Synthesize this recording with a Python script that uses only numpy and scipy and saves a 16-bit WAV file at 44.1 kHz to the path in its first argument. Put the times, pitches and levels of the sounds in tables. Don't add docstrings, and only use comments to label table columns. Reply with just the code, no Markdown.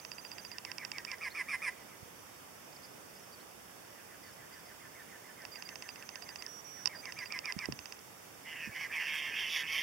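import sys
import numpy as np
from scipy import signal
from scipy.fft import rfft, irfft
from scipy.io import wavfile
from scipy.ndimage import uniform_filter1d

SR = 44100
rng = np.random.default_rng(int(sys.argv[2]) if len(sys.argv) > 2 else 0)


def master(y):
    cut = np.clip(np.atleast_2d(y).T, -1, 1)
    pcm = np.round(cut * 32767)
    wavfile.write(sys.argv[1], SR, pcm.astype(np.int16))


def ratio(d):
    e = np.asarray(d, float) / 20
    return 10 ** e


N = 433062

# f/Hz, density/dB
HISS_SPECTRUM = [(15, -75), (25, -45), (40, -40), (75, -5), (180, -2.5), (300, -2.5), (500, -2), (1400, -6),
                 (2500, -9.5), (3600, -14), (4700, -14), (5400, -10), (7000, -14.5), (15800, -16)]
# f/Hz, correlation/1
PORT_LIKENESS = [(30, .5), (80, 0.8), (150, 0.81), (300, 0.11), (900, 0.042), (15000, 0.029)]
# f/Hz, left minus right/dB
PORT_TILT = [(60, -5), (380, -4.5), (2380, -4.5), (15000, -3.5)]
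# f/Hz, width/Hz, depth/dB
PORT_DIP = (4070, 230, -11)

# t/s, level/dB, f/Hz, t60/s, left minus right/dB
FINGER_BUMPS = [(2.027, -46, 128, 0.029, -21), (7.564, -41.5, 197, 0.037, -26),
                (7.574, -48, 120.2, 0.037, 20), (7.68, -50, 130, 0.025, -22),
                (7.6871, -30, 308, 0.014, -20), (7.696, -39.5, 170, 0.029, 22),
                (7.709, -43, 130, 0.049, -8), (7.725, -41, 190, 0.024, -17), (7.732, -44, 140, 0.044, 10),
                (7.79, -48.5, 81, 0.055, -9), (8.673, -45, 218, 0.051, -17), (8.69, -41, 110, 0.041, -6)]
# f/Hz, t60/s, left level/dB, right level/dB, share of the treble column/1
SHELL_MODES = [(820, 0.021, -46, -11.5, 0.05), (992, 0.043, -15, -27, 0.19), (1560, 0.017, -48, -14, 0),
               (1884, 0.0079, -2, -1, 0), (2665, 0.015, -13, 2, 0), (3010, 0.032, -25, -21, 0.43),
               (3740, 0.015, -34, -12, 0.45), (4745, 0.012, -21, 1, 0.67), (5500, 0.064, -38, -23, 0),
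               (6520, 0.0092, -34, -13, 0.68), (7580, 0.0047, -30, -5.5, 0.15),
               (7840, 0.0023, -34, -1, 0.5), (9800, 0.0035, -38, -19.5, 1.15), (13800, .003, -45, -28, 1.2)]
# f/Hz, delay/ms, width/ms, left level/dB, right level/dB
GEAR_PING = (5260, 1.15, .58, -19, -2)
# first t/s, last t/s, level/dB, treble level/dB
MOTOR_RUNS = [(0.0489, .1164, -32, 5), (0.1828, .2493, -34, -8), (0.316, .5158, -34, 4),
              (0.583, .782, -31, 8), (0.849, .8492, -28.5, 7.5), (0.9164, 1.1153, -29.5, 7.5),
              (1.1826, 1.1826, -52, 13), (5.419, 5.42, -53, 17), (5.451, 5.4506, -30.5, 1),
              (5.557, 5.558, -34, -1), (5.623, 5.8895, -32, 4.5), (5.958, 6.0246, -37, 0.5),
              (6.09, 6.1563, -32, 6.5), (6.223, 6.2902, -34, 6.5), (6.358, 6.4227, -32.5, 6.5),
              (6.4637, 6.4642, -46, 25.5), (6.851, 6.8513, -58, 27), (6.8569, 6.8574, -24, 17),
              (6.8623, 6.8623, -56, 22), (6.8694, 6.8691, -50, 25), (6.8729, 6.8729, -25.5, 14.5),
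              (6.878, 6.879, -42, -4), (7.055, 7.189, -32, 5), (7.258, 7.2577, -34, 1),
              (7.3222, 7.7226, -30, 9), (7.7899, 7.9229, -33, 5.5), (7.9902, 7.9902, -51, 13)]
DRIVE_SPANS = [
    (-1, 15),
    (165, 177),
    (179, 179),
    (181, 192),
    (208, 217),
    (232, 237),
]
REVERSED_FRAMES = [-1, *range(3, 16, 2), 165, 166, 169, 176, 186, 188, 191, 208, 209, 215, 217]
# f/Hz, left level/dB, right level/dB
DRIVE_WHINES = [
    (6180, -66, -56),
    (4811, -62, -47.5),
]
# t/s, length/s, f/Hz, left level/dB, right level/dB
SUSTAINED_WHINES = [
    (6.479, 0.13, 5740, -66, -48.5),
    (6.644, 0.199, 5764, -69, -48.5),
]

# t/s, length/s, middle f/Hz, end minus start/Hz, level/dB
ARCHED_CHIPS = [(1.232, 0.031, 4950, -500, -53), (1.302, 0.028, 4300, 596, -53),
                (2.827, 0.031, 4970, -100, -57), (2.833, 0.031, 5250, -300, -58),
                (3.152, 0.032, 5240, 10, -61), (3.193, .02, 6000, -700, -64), (3.321, 0.01, 4600, 600, -60),
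                (3.397, 0.023, 4200, 900, -60), (4.524, 0.027, 5000, -50, -58.5),
                (4.593, .015, 4850, -50, -62), (4.648, 0.025, 5300, -600, -64)]
# t/s, length/s, middle f/Hz, end minus start/Hz, level/dB
STRAIGHT_CHIPS = [(2.724, .013, 4900, 1200, -59), (2.745, 0.02, 5400, -250, -63),
                  (2.76, 0.0125, 4760, -1000, -56), (2.875, .035, 5270, 50, -67),
                  (2.92, 0.027, 5300, 200, -68), (2.96, 0.011, 5500, 100, -67), (3.093, .02, 5500, 0, -66),
                  (3.196, .01, 5300, 100, -64), (3.226, .022, 5400, -400, -65),
                  (3.262, .01, 5600, 200, -65), (3.329, 0.023, 4720, -300, -57),
                  (4.222, 0.028, 4950, -1000, -62), (4.252, .032, 4580, 50, -64),
                  (4.283, 0.018, 4430, -300, -65), (4.287, .008, 5170, -800, -61),
                  (4.322, 0.02, 5200, -450, -65), (4.565, .02, 5700, 0, -67), (4.653, .014, 4720, 0, -65),
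                  (4.68, .018, 4750, -100, -65)]
# t/s, length/s, level/dB
WING_BEATS = [
    (8.818, .04, -68),
    (8.946, 0.043, -58),
    (9.06, 0.043, -60),
    (9.116, 0.07, -55),
    (9.163, 0.045, -57),
    (9.25, .05, -61),
]
# f/Hz, level/dB
FEATHER_SPECTRUM = [(4500, -22), (6500, -2), (8000, -2), (10000, -2), (12500, 1), (15000, -20)]

# start t/s, end t/s, effort level/dB
RASP_TIMES = [(8.445, 8.705, -49.5), (8.452, 8.58, -53.5), (8.555, 8.69, -47.5), (8.712, 8.765, -47.5),
              (8.745, 8.815, -43.5), (8.795, 8.872, -39.5), (8.75, 8.88, -51.5), (8.738, 8.87, -53.5),
              (8.897, 8.96, -44.5), (8.915, 9.035, -39), (8.92, 8.995, -50.5), (8.975, 9.205, -44),
              (9.0, 9.09, -44), (9.06, 9.315, -43), (9.07, 9.305, -49), (9.055, 9.2, -47),
              (9.258, 9.445, -47), (9.315, 9.41, -43), (9.365, 9.47, -43.5), (9.34, 9.51, -43.5),
              (9.352, 9.51, -42.5), (9.49, 9.63, -42.5), (9.5, 9.63, -47), (9.515, 9.625, -41.5),
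              (9.53, 9.672, -47.5), (9.46, 9.62, -44.5), (9.665, 9.903, -43.5), (9.685, 9.905, -41.5),
              (9.72, 9.83, -42), (9.67, 9.9, -48), (9.2, 9.32, -47), (9.6, 9.7, -49), (9.61, 9.69, -57),
              (9.29, 9.37, -51), (8.86, 8.93, -58), (8.68, 8.74, -54), (9.62, 9.71, -49)]
# start f/Hz, end f/Hz
RASP_GLIDES = [(2080, 1770), (2900, 2850), (2730, 2500), (2320, 2250), (1990, 2150), (2300, 1980),
               (1720, 1620), (3050, 2900), (1750, 1900), (2400, 1940), (3100, 3050), (2800, 2580),
               (1900, 1830), (2180, 2110), (3250, 3150), (1756, 1686), (1800, 1710), (2540, 2600),
               (2810, 2740), (2170, 2090), (3220, 2980), (3450, 3330), (2950, 3020), (2320, 2000),
               (1900, 1760), (2650, 2600), (3080, 3260), (2200, 2120), (2380, 1980), (2580, 2850),
               (2750, 2750), (2600, 2550), (3000, 2950), (2950, 2950), (2350, 2300), (1750, 1700),
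               (2180, 2180)]
# f/Hz, level/dB
THROAT_FILTER = [(1200, -30), (1480, -5.5), (1620, 2.5), (3600, 3.5), (3900, 3)]
# f/Hz, level/dB
RASP_BREATH = [(600, -23), (850, -4), (1060, -5), (1300, 4.5), (1500, -13)]
# f/Hz, level/dB
RASP_TREBLE = [(2470, -36), (4250, -5), (4630, -2.5), (5660, 3), (6440, -10), (6750, -14), (7600, -35),
               (9880, -54), (16700, -120)]
# f/Hz, level/dB
RASP_HIGHEST = [(4470, -35), (7600, -28), (9460, -9), (10600, 5), (11800, 10), (12800, -8), (14500, -17)]
# t/s, gape level/dB
BEAK_GAPE = [(8.44, 1), (8.6, -5), (8.66, 6), (8.78, 4.5), (8.95, -2), (9.05, -1), (9.16, 0), (9.23, -2),
             (9.32, 1.5), (9.4, -0.5), (9.48, 1), (9.55, 6), (9.64, 0.5), (9.76, 5.5), (9.82, 4)]

# t/s, level/dB, f/Hz
CHUG_CONTOUR = [
    (-.025, -27, 880),
    (.001, -19, 960),
    (.008, -5.5, 1170),
    (.019, -4, 1250),
    (.04, -1.5, 1170),
    (.054, -0.5, 1060),
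    (.068, 1, 1020),
    (.081, -3, 1005),
    (.094, -30, 980),
]
CHUG_HARMONICS = [-13.5, 0, -28, -25, -24]
# f/Hz, level/dB
CHUG_BREATH = [(700, -44), (1450, -19), (1700, 0), (2400, 0), (3200, -21), (4000, -72), (5000, -50)]
# f/Hz, level/dB
CHUG_TREBLE = [(3500, -22.5), (4500, -18), (5300, 1.5), (6200, -11), (7200, -21), (8300, -12), (9200, -9),
               (10600, -10), (11500, -30)]
# t/s, effort level/dB
NEAR_SONGS = [(0.34, -66), (0.497, -59), (0.639, -52.5), (.776, -49.5), (0.925, -49.5), (1.066, -44),
              (1.204, -40), (1.341, -38.5), (1.478, -37), (1.614, -36.5), (6.739, -62), (6.885, -52.5),
              (7.025, -49), (7.161, -44.5), (7.298, -42), (7.435, -41.5), (7.577, -43.5)]
# t/s, effort level/dB
FAR_SONG = [(3.783, -69), (3.941, -65), (4.08, -63.5), (4.222, -62), (4.372, -62.5), (4.508, -61),
            (4.651, -60), (4.793, -59), (4.94, -58.5), (5.082, -59), (5.234, -60), (5.36, -58),
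            (5.528, -57.5), (5.659, -57.5), (5.802, -58.5), (5.961, -58.5), (6.103, -58.5), (6.251, -58),
            (6.402, -58.5)]
# t/s, effort level/dB
SOFT_FAR_CHUGS = [
    (1.751, -62),
    (1.875, -63.5),
]


def evened(x):
    return x / np.sqrt(np.mean(x ** 2) + 1e-20)


def read(points, hz):
    f, value = np.transpose(points)
    return np.interp(np.log(hz + 1), np.log(f + 1), value)


def add(mix, s, sound):
    at = round(s * SR)
    part = mix[..., max(at, 0):][..., :sound.shape[-1] + min(at, 0)]
    part += sound[..., max(-at, 0):][..., :part.shape[-1]]


def coloured(size, points):
    hz = np.fft.rfftfreq(size, 1 / SR)
    return evened(irfft(rfft(rng.standard_normal(size)) * ratio(read(points, hz)), size))


def drift(size, smooth):
    return evened(uniform_filter1d(rng.standard_normal(size), size=smooth))


def wobbly(hz, depth):
    return hz * (1 + depth * drift(len(hz), 200))


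def whistle(hz):
    return np.sqrt(2) * np.sin(2 * np.pi * np.cumsum(hz) / SR)


def fuzz(hz, width_hz):
    low = signal.butter(4, width_hz / SR, output="sos")
    slow = signal.sosfilt(low, rng.standard_normal((len(hz), 2)) @ [1, 1j])
    return evened((slow * np.exp(2j * np.pi * np.cumsum(hz) / SR)).real)


def hiss():
    level_db, patch_db = -55, 0.84
    frames, hz = N // 256 + 5, np.fft.rfftfreq(1024, 1 / SR)
    a, b, c, d, patches = rng.standard_normal((frames, 513, 5)).T
    patches = uniform_filter1d(patches, size=12, axis=0)
    patches = evened(uniform_filter1d(patches, size=14, axis=1))
    same = np.clip(read(PORT_LIKENESS, hz), -1, 1)[:, None]
    tilt_db = read(PORT_TILT, hz)[:, None] / 2
    left = a + 1j * b
    right = same * left + np.sqrt(1 - same ** 2) * (c + 1j * d)
    spectra = np.array([left * ratio(tilt_db), right * ratio(-tilt_db)])
    spectra *= ratio(read(HISS_SPECTRUM, hz)[:, None] + patch_db * patches)
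    sound = signal.istft(spectra, nperseg=1024, noverlap=768)[1][:, :N]
    return ratio(level_db) * sound / np.sqrt(np.mean(sound.mean(0) ** 2))


def bumps():
    out, t = np.zeros((2, N)), np.arange(4000) / SR
    for s, db, hz, t60, pan_db in FINGER_BUMPS:
        decay = ratio(db + 4.5 - 60 * t / t60)
        onset = 1 - np.exp(-(t * hz * 3.9) ** 2)
        push = decay * onset * np.cos(2 * np.pi * hz * t)
        add(out, s, ratio(np.array([[pan_db / 2], [-pan_db / 2]])) * push)
    return out


def motor_knock(db, treble_db):
    t = np.arange(2500) / SR
    push = 1 - np.exp(-(t / .0006) ** 2)
    knock = np.zeros((2, len(t)))
    for hz, t60, *port_db, share in SHELL_MODES:
        chance = rng.standard_normal()
        decay = ratio(db + share * treble_db + chance - 60 * t / t60)
        ring = decay * np.sin(2 * np.pi * hz * t + 0.43 * chance)
        knock += ratio(np.array(port_db))[:, None] * push * ring
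    hz, delay_ms, width_ms, *port_db = GEAR_PING
    bell = np.exp(-((1000 * t - delay_ms) / width_ms) ** 2)
    ping = ratio(db + treble_db) * bell * np.sin(2 * np.pi * hz * t)
    return knock + ratio(np.array(port_db))[:, None] * push * ping


def drive_whine(length, hz, port_db):
    t = np.arange(round(length * SR)) / SR
    edge = np.clip(np.minimum(t, length - t) / 0.00036, 0, 1)
    sine = np.sin(2 * np.pi * (hz * t + rng.random()))
    return ratio(np.array(port_db))[:, None] * np.sqrt(2) * edge * sine


def motor():
    step_s, frame_s = 1 / 15, 1001 / 30000
    whine_start_s, whine_s = .0127, .025
    out = np.zeros((2, N))
    for first, last, db, treble_db in MOTOR_RUNS:
        for s in np.linspace(first, last, round((last - first) / step_s) + 1):
            add(out, s, motor_knock(db, treble_db))
    for first, last in DRIVE_SPANS:
        for frame in range(first, last + 1):
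            hz, *port_db = DRIVE_WHINES[int(frame in REVERSED_FRAMES)]
            add(out, frame * frame_s + whine_start_s, drive_whine(whine_s, hz, port_db))
    for s, length, hz, *port_db in SUSTAINED_WHINES:
        add(out, s, drive_whine(length, hz, port_db))
    return out


def outdoors(x, t60=0.3):
    t = np.arange(SR // 4) / SR
    sparse = rng.random((3, len(t))) < .3
    taps = rng.standard_normal((3, len(t))) * sparse * ratio(-60 * t / t60) * (t > .003)
    taps = taps[0] + 0.29 * taps[1:]
    return signal.fftconvolve(x[None], taps / np.linalg.norm(taps[0]), axes=1)[:, :N]


def chip(length, middle_hz, slope_hz, db, arch=1):
    u = np.linspace(-1, 1, round(length * SR))
    arch_hz = arch * 578 * (length / 0.027) ** 3.9
    hz = middle_hz + slope_hz * u / 2 - arch_hz * abs(u) ** 2.3
    wobble_db = 0.5 * drift(len(u), 120)
    edge = signal.windows.tukey(len(u), .3)
    return ratio(db + wobble_db) * whistle(wobbly(hz, .012)) * edge


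def wing(length, db):
    size = round(length * SR)
    return ratio(db) * np.hanning(size) * coloured(size, FEATHER_SPECTRUM)


def pulses(rate, buzz, jitter, uneven_db, skew):
    unsteady_rate = rate * (1 + jitter * drift(len(rate), 250))
    turns = np.cumsum(unsteady_rate) / SR + rng.random()
    number = turns.astype(int)
    shape = np.sin(np.pi * (turns % 1) ** skew) ** (.7 + 1.5 * buzz)
    strength = ratio(uneven_db * np.clip(rng.standard_normal(999), -2, 2))
    return number, evened(shape * strength[number])


def tone(hz, number, slip):
    phase = np.cumsum(slip * rng.standard_normal(999))[number]
    return np.sqrt(2) * np.sin(2 * np.pi * np.cumsum(hz) / SR + phase)


def rasp(start, end, effort_db, start_hz, end_hz):
    attack_s, release_s, pulses_per_s, sweep_hz = 0.027, 0.064, 156, 75
    t = np.arange(0, end - start, 1 / SR)
    size, u = len(t), t / t[-1]
    rise, fall = np.clip(1 - t / attack_s, 0, 1), np.clip(1 - t[::-1] / release_s, 0, 1)
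    level_db = effort_db + 2 * (u - .6) - 8.5 * (rise ** 2 + fall ** 2)
    level_db = level_db + 1.4 * drift(size, 900)
    slide = start_hz + (end_hz - start_hz) * (1 - np.cos(np.pi * u)) / 2
    hz = wobbly(slide * (1 - .04 * rise ** 2), .009)

    air_db = 5 * (start_hz - 2800) / 1000 + 0.095 * (effort_db + 38.0)
    air_db = air_db + 2 * drift(size, 1600)
    gape_db = np.interp(start + t, *np.transpose(BEAK_GAPE))

    number, puff = pulses(pulses_per_s * slide / slide.mean(), .4, jitter=.05, uneven_db=.8, skew=.67)
    bend = evened(uniform_filter1d(np.gradient(puff), size=60))
    hz = hz + sweep_hz * bend
    gate = .4 + .68 * puff
    snaps = tone(.88 * hz, number, slip=.55) + ratio(-3) * tone(1.1 * hz, number, slip=.55)
    rough = ratio(-3.5) * puff * snaps + ratio(3) * gate * fuzz(slide, width_hz=800)
    body = gate * tone(hz, number, slip=.4) + ratio(-6) * rough
    throat = ratio(read(THROAT_FILTER, np.fft.rfftfreq(size, 1 / SR)))
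    body = irfft(rfft(body) * throat, size)

    air = ratio(-16.5) * coloured(size, RASP_BREATH)
    if start_hz < 2500:
        under_hz = wobbly(1065 + .6 * (slide / 2 - 1065), .025)
        air += ratio(-14.5) * tone(under_hz, number, slip=.52)
        air += ratio(-22.5) * tone(under_hz - 175, number, slip=.47)
    treble = coloured(size, RASP_TREBLE) + ratio(-14.5) * fuzz(2 * slide, width_hz=320)
    air += ratio(-10 + air_db + gape_db) * treble
    shriller_db = 4 * (start - 11.5)
    air += ratio(-13 + air_db + 1.6 * gape_db + shriller_db) * coloured(size, RASP_HIGHEST)
    return ratio(level_db - 3.5) * (body + gate * air)


def chug(effort_db, dull_db=0, slack=1):
    sag = slack * .25 * (max(-39.5 - effort_db, 0) / 30) ** 1.4
    pitch, bright_db = 1 - sag, 1.5 + 32 * sag + dull_db
    s, *columns = np.transpose(CHUG_CONTOUR)
    t = np.arange(s[0], s[-1], 1 / SR)
    since_onset = np.maximum(t, 0)
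    level_db, hz = (np.interp(t, s, column) for column in columns)
    hz = wobbly(hz, .011)
    hoarse = 1 / (1 + np.exp((0.048 - t) / 0.0048))
    noise_db, second_db = -12 + 7 * hoarse, -17.5 + 9.5 * hoarse
    number, puff = pulses(160 * (1 + .5 * hoarse), .2, jitter=.1, uneven_db=.7, skew=1.5)
    hz = hz - 22 * evened(puff - puff.mean())

    voice = np.zeros(len(t))
    for k, db in enumerate(CHUG_HARMONICS):
        harmonic_hz = (k + 1) * hz * pitch ** min(k + .35, 1)
        if k == 0:
            harmonic_hz = harmonic_hz * (1 + .12 * np.exp(-since_onset / .022))
            db = db + 2.5 - 9 * 4 * hoarse * (1 - hoarse)
        if k > 1:
            db = db + bright_db
        voice += ratio(db) * tone(harmonic_hz, number, slip=.85 - .1 * k)

    second_hz = 1627 + 303.5 * np.exp(-np.maximum(t - .036, 0) / .012)
    voice += ratio(second_db) * tone(second_hz * pitch ** .5, number, slip=.5)
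    smear_db = -11 + 38 * sag
    voice += ratio(smear_db) * fuzz(2 * hz * pitch, width_hz=450)
    top = [(f, db + (f > 7000) * 2.4 * (effort_db + 39.5)) for f, db in CHUG_TREBLE]
    voice += ratio(-20 + 4 * hoarse + bright_db) * coloured(len(t), top)
    strand_hz = 5200 + 1.5 * (hz - 1020) * hoarse
    voice += ratio(-21 + bright_db) * fuzz(strand_hz, width_hz=350)
    colour = [(f * pitch ** (f < 3500), db + (f > 2800) * bright_db) for f, db in CHUG_BREATH]
    breath = ratio(noise_db) * coloured(len(t), colour)

    late = np.clip(.25 * sag * .1 - t, 0, .02) / .02
    level_db = level_db - 30 * late * min(10 * sag, 1)
    flow = .4 + .4 * hoarse + (.66 - .42 * hoarse) * puff
    return ratio(effort_db + level_db * pitch ** 2) * flow * (voice + breath)


def scene():
    birds, far = np.zeros((2, N))
    for s, *note in ARCHED_CHIPS:
        add(birds, s, chip(*note))
    for s, *note in STRAIGHT_CHIPS:
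        add(birds, s, chip(*note, arch=0))
    for s, *beat in WING_BEATS:
        add(birds, s, wing(*beat))
    for row, glide in zip(RASP_TIMES, RASP_GLIDES):
        add(birds, row[0], rasp(*row, *glide))
    songs = ((birds, NEAR_SONGS, 0, 1),
             (far, FAR_SONG, -8, .98),
             (far, SOFT_FAR_CHUGS, 0, .15))
    for mix, notes, dull_db, slack in songs:
        for s, effort_db in notes:
            add(mix, s + CHUG_CONTOUR[0][0], chug(effort_db, dull_db, slack))
    birds = birds + far + outdoors(ratio(-15) * birds + ratio(-8) * far)
    return hiss() + bumps() + motor() + birds * ratio(np.array([[-2.2], [1.8]]))


def top_cut(x):
    return signal.sosfilt(signal.butter(12, 16450, fs=SR, output="sos"), x)


def record(dry):
    hz = np.fft.rfftfreq(N, 1 / SR)
    centre_hz, width_hz, depth_db = PORT_DIP
    dip_db = depth_db * np.exp(-((hz - centre_hz) / width_hz) ** 2)
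    bass_cut = 1 / (1 + (45 / (hz + 1)) ** 4)
    ported = irfft(rfft(dry) * ratio(dip_db) * (hz < 15830) * bass_cut, N)
    return top_cut(ported)


dry = scene()
out = record(dry)
master(out)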